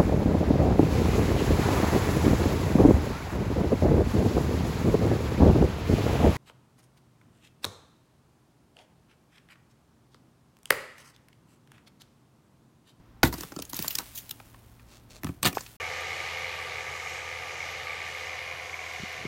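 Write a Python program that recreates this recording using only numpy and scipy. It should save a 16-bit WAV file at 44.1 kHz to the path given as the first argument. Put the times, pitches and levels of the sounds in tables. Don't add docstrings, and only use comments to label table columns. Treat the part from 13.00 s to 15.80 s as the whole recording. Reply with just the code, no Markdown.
import sys
import numpy as np
from scipy import signal
from scipy.fft import rfft, irfft
from scipy.io import wavfile

SR = 44100
rng = np.random.default_rng(int(sys.argv[2]) if len(sys.argv) > 2 else 0)


def generate_wav(sig):
    pcm = np.round(np.clip(np.atleast_2d(sig).T, -1, 1) * 32767).astype(np.int16)
    wavfile.write(sys.argv[1], SR, pcm)


N = 123479
EVENT_SIZE = SR // 4
T = np.arange(N) / SR
AGE = np.arange(EVENT_SIZE) / SR
LEAD_S, SHARD_RISE_S = .008, 0.0012
CUTOFF_HZ = 15900


def from_db(db):
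    return 10 ** (np.asarray(db) / 20)


def rms_one(x):
    return x / np.sqrt(np.mean(x ** 2) + 1e-20)


def unit_hit(x):
    return x * np.sqrt(.01 * SR / (np.sum(x ** 2) + 1e-20))


def band(x, low_hz, high_hz):
    edges = np.clip([low_hz, high_hz], 10, .47 * SR)
    return signal.sosfilt(signal.butter(2, edges, "band", fs=SR, output="sos"), x + 1e-18)


def coloured(x, points):
    hz, db = np.transpose(points)
    log_f = np.log(np.fft.rfftfreq(N, 1 / SR) + 1)
    return rms_one(irfft(rfft(x) * from_db(np.interp(log_f, np.log(hz), db)), N))


def modes(hz, gains, t60):
    hz, gains, t60 = (np.reshape(v, (-1, 1)) for v in (hz, gains, t60))
    return np.sum(gains * np.sin(2 * np.pi * hz * AGE) * np.exp(-np.log(1000) * AGE / t60), axis=0)


def through(x, response):
    return signal.fftconvolve(x, response)[:len(x)]


def add(out, s, x):
    i = int(s * SR)
    out[i:i + len(x)] += x[:N - i]


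def outdoors():
    # frequency in Hz, relative level of the rumble in dB.
    rumble_colour = [(20, -34), (33, -4), (58, 3), (82, -5), (150, -7), (270, -8), (450, -17.5),
                     (1000, -19), (2500, -30.5), (6000, -38.5), (16000, -60)]
    hum_hz = 114.3
    waver = rms_one(band(rng.standard_normal(N), hum_hz - 4, hum_hz + 4))
    hum = np.sqrt(2) * np.sin(2 * np.pi * hum_hz * T) + 0.11 * waver
    return from_db(-56) * coloured(rng.standard_normal(N), rumble_colour) + from_db(-59.5) * hum


def crackle(rise_s, decay_s, snap=1):
    clicks_per_s = 11000
    clicks = (rng.random(EVENT_SIZE) < clicks_per_s / SR) * rng.standard_normal(EVENT_SIZE)
    clicks[int(LEAD_S * SR)] = snap
    since_snap = AGE - LEAD_S
    fade_s = np.maximum(np.where(since_snap < 0, rise_s, decay_s), 1e-4)
    return clicks * np.exp(-np.abs(since_snap) / fade_s)


def bend(x):
    delay_s = 0.000926
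    hz = np.fft.rfftfreq(2 * EVENT_SIZE, 1 / SR)
    phase = 4 * np.pi * delay_s * np.sqrt(1000 * hz)
    return irfft(rfft(x, 2 * EVENT_SIZE) * np.exp(-1j * phase))[:EVENT_SIZE]


def ice_hit(clicks, thump_hz, knock_hz, ring_hz, thump_db, knock_db, ring_db, sparkle_db):
    # pitch in Hz, relative level in dB, ring time in seconds.
    panel_tones = [(91, -2, 0.1), (133, -6, 0.093), (174.8, -0.5, 0.062), (208, -3.5, 0.053),
                   (275, -0.5, 0.041), (315.4, 1, 0.03), (408, -4, 0.035)]
    piece_hz = rng.uniform(2300, 15500, size=16)
    piece_gains = from_db(-28.5) * piece_hz / ring_hz * rng.standard_normal(len(piece_hz))
    piece = clicks + through(clicks, modes(piece_hz, piece_gains, t60=21 / piece_hz))
    plate_hz = rng.uniform(450, 2000, size=10)
    plate_gains = from_db(-45) * rng.standard_normal(len(plate_hz))
    plate = clicks + through(clicks, modes(plate_hz, plate_gains, t60=0.049))
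    hz, db, t60 = np.transpose(panel_tones)
    panel_gains = from_db(db + rng.normal(0, 2, len(hz))) * rng.choice([-1, 1], len(hz))
    panel = through(clicks, modes(hz, panel_gains, t60))
    thump = from_db(thump_db) * unit_hit(band(panel, thump_hz / 2, thump_hz * 2))
    knock = from_db(knock_db) * unit_hit(band(plate, knock_hz / 2.2, knock_hz * 2.2))
    ring = from_db(ring_db) * unit_hit(band(piece, ring_hz / 1.8, ring_hz * 1.8))
    sparkle = from_db(sparkle_db) * unit_hit(band(piece, 11400, CUTOFF_HZ))
    return bend(thump + knock + ring + sparkle)


def sheet_cracks():
    # time in seconds, crackle fade in seconds, then thump, knock, ring and sparkle in dB.
    cracks = [ (0.2317, 0.001, -31, -17, -21.5, -35), (0.2343, 0.00095, -20.5, -20, -35, -27.5),
              (0.2365, 0.0021, -21.5, -23.5, -29, -34), (.249, 0.015, -26, -28.5, -33, -35),
              (.272, 0.012, -35, -39.5, -40.5, -36.5), (2.234, 0.0013, -33, -39.5, -50.5, -45),
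              (2.245, 0.001, -28, -37.5, -40.5, -44.5), (2.2685, 0.0026, -33, -40.5, -66, -55),
              (2.290, 0.0046, -28.5, -44, -59, -64), (2.4302, 0.0011, -34, -27.5, -28.5, -32.5),
              (2.4376, 0.005, -45, -34.5, -33.5, -51), (2.447, 0.011, -27.5, -29, -25.5, -37),
              (2.4537, 0.004, -50, -24.5, -24.5, -30.5), (2.460, 0.0066, -23, -22.5, -21.5, -33),
              (2.471, 0.0089, -26.5, -27, -27, -30)]
    thump_hz, knock_hz, ring_hz = 195, 1004, 3100
    out = np.zeros(N)
    for s, decay_s, *levels in cracks:
        clicks = crackle(rise_s=0.00042, decay_s=decay_s, snap=2.47)
        add(out, s - LEAD_S, ice_hit(clicks, thump_hz, knock_hz, ring_hz, *levels))
    return out


def fist():
    # pitch in Hz, level in dB, ring time in seconds.
    punch_tones = [(60.6, -25, 0.46), (305, -18, 0.018), (1050, -22.5, 0.053), (1485, -10, 0.025)]
    out = np.zeros(N)
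    hz, db, t60 = np.transpose(punch_tones)
    add(out, s=.2325, x=modes(hz, from_db(db), t60))
    return out


def patter(per_s):
    size_db = 4 * np.minimum(rng.exponential(1, N), 5)
    ticks = from_db(size_db) * rng.choice([-1, 1], N)
    return ticks * (rng.random(N) < per_s / SR)


def crumbs():
    # time in seconds, level of the hiss in dB.
    flow = [(.225, -76), (.245, -27), (.31, -53.5), (.40, -43.5), (.49, -52), (.6, -58), (.72, -57),
            (.75, -39.5), (.87, -42.5), (1.0, -46.5), (1.12, -52), (1.2, -52.5), (1.37, -57.5),
            (1.65, -63.5), (2.2, -70.5), (2.27, -52), (2.41, -71), (2.47, -27), (2.52, -53), (2.62, -49.5),
            (2.77, -56)]
    # frequency in Hz, relative level in dB.
    crumb_colour = [(150, -7), (500, -1), (1200, -0.5), (2500, 2), (5000, -1), (9500, -0.5), (14000, 0)]
    loudness = from_db(np.interp(T, *np.transpose(flow)))
    return loudness * coloured(patter(per_s=9000), crumb_colour)


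def shards():
    # time in seconds, crackle fade in seconds, then thump, knock, ring and sparkle in dB.
    strikes = [ (0.327, 0.012, -51, -35.5, -39, -38), (0.339, 0.005, -36.5, -38.5, -39, -42),
               (.382, 0.003, -41, -47, -45, -53), (0.4091, 0.0016, -41.5, -43.5, -37.5, -41.5),
               (.434, 0.0035, -40.5, -39.5, -43.5, -43.5), (.521, 0.0039, -43, -41, -49, -57),
               (0.5642, 0.0013, -34, -42.5, -43, -55), (0.5904, 0.0009, -37, -38.5, -40, -57),
               (0.599, 0.0022, -43, -51, -43.5, -61), (0.623, 0.0023, -46.5, -48.5, -37.5, -38.5),
               (.697, 0.0091, -69, -58.5, -45, -41.5), (0.7328, 0.00067, -39.5, -38.5, -37.5, -40.5),
               (0.7665, 0.0027, -68, -55, -38.5, -34), (.791, 0.0016, -33.5, -36.5, -33, -34),
               (0.8246, 0.0041, -46.5, -51, -36, -30.5), (.844, 0.01, -42, -40.5, -45, -42),
               (0.8807, 0.0014, -55, -45, -32, -29.5), (0.906, 0.017, -63, -58, -39.5, -32.5),
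               (.954, 0.0019, -47, -40.5, -27.5, -29.5), (.986, 0.0012, -46, -36, -29, -31),
               (.995, 0.015, -45.5, -37.5, -45.5, -41), (1.154, 0.027, -76, -58, -37, -34.5),
               (1.177, 0.012, -62, -71, -37.5, -35), (1.294, 0.0021, -68, -74, -49.5, -44),
               (1.3103, 0.0024, -56.5, -49.5, -42.5, -35.5), (2.529, 0.0023, -42, -43.5, -44, -47),
               (2.551, 0.039, -62, -41.5, -38.5, -41), (2.6084, 0.0033, -59, -46, -40, -57)]
    base_hz = np.array([249, 806, 3570])
    out = np.zeros(N)
    for s, decay_s, thump_db, knock_db, ring_db, sparkle_db in strikes:
        octaves_up = (ring_db - thump_db) / 60
        clicks = crackle(SHARD_RISE_S + decay_s / 10, decay_s)
        hit = ice_hit(clicks, *(base_hz * 2 ** octaves_up), thump_db, knock_db, ring_db, sparkle_db)
        add(out, s - LEAD_S, hit)
    return out


def tinkles():
    # start in seconds, pitch in Hz, level of the lowest tone in dB.
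    notes = [ (0.652, 6570, -37.5), (.744, 6578, -30), (0.846, 1140, -34), (.881, 7200, -22),
             (.908, 2875, -31.5), (.987, 5560, -24), (1.2942, 4016, -37), (1.3108, 3680, -31.5),
             (1.401, 807, -40.5), (1.545, 1050, -44.5), (1.796, 1780, -50), (2.4302, 8100, -19.5),
             (2.551, 2300, -37.5), (2.582, 1690, -30.5), (2.664, 2580, -39)]
    ratios = [1, 1.73, 2.33]
    ring_s, click_boost_db = 0.021, 4.5
    overtone_db = -11 * np.arange(len(ratios))
    out = np.zeros(N)
    for s, hz, db in notes:
        add(out, s, modes(hz * np.array(ratios), from_db(db + overtone_db), ring_s))
        click = band(crackle(SHARD_RISE_S, ring_s / 10), hz / 2, hz * 2)
        add(out, s - LEAD_S, from_db(db + click_boost_db) * bend(click / np.abs(click).max()))
    return out


def sleeve():
    # middle of a swish in seconds, rough half length in seconds, level in dB.
    swishes = [(1.941, 0.033, -54.5), (2.112, 0.0084, -49.5), (2.159, 0.017, -48.5)]
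    # frequency in Hz, relative level in dB.
    cloth_colour = [(600, 1.5), (1500, -4.5), (5000, 0), (8000, -5), (12000, -14.5)]
    pressure = sum(from_db(db) * np.exp(-((T - s) / half) ** 2 / 2) for s, half, db in swishes)
    slips = patter(per_s=2500)
    edge_ring = through(slips, modes(hz=[644, 2770, 4520], gains=from_db(-37.5), t60=0.023))
    return pressure * coloured(slips + edge_ring, cloth_colour)


def cup():
    # pitch in Hz, relative level in dB, ring time in seconds.
    cup_tones = [(460, -0.5, 0.014), (846, 8.5, 0.01), (1090, -4, 0.018), (2550, 0, 0.018)]
    out = np.zeros(N)
    hz, db, t60 = np.transpose(cup_tones)
    knock = modes(hz, from_db(db - 20.5), t60)
    add(out, s=2.5714, x=band(knock, 350, 1630))
    return out


def scatter(x):
    # low edge in Hz, high edge in Hz, relative level in dB, ring time in seconds.
    echo_bands = [(93, 395, -11.5, 0.36), (394, 2640, -13, 0.15), (2260, 25000, -13.5, 0.077)]
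    response = 0
    for low_hz, high_hz, db, t60 in echo_bands:
        tail = rng.standard_normal(EVENT_SIZE) * np.exp(-np.log(1000) * AGE / t60)
        response = response + from_db(db) * band(tail / np.linalg.norm(tail), low_hz, high_hz)
    return through(x, response)


def scene():
    hits = sheet_cracks() + fist() + shards() + tinkles()
    return (hits + scatter(hits) + cup() + crumbs() + sleeve() + outdoors())[None]


def record(dry):
    end_s, fade_s = 2.768, .004
    fade_out = np.clip((end_s - T) / fade_s, 0, 1)
    treble_cut = signal.ellip(10, .1, 80, CUTOFF_HZ, fs=SR, output="sos")
    return signal.sosfilt(treble_cut, fade_out * np.tanh(dry))


dry = scene()
out = record(dry)
generate_wav(out)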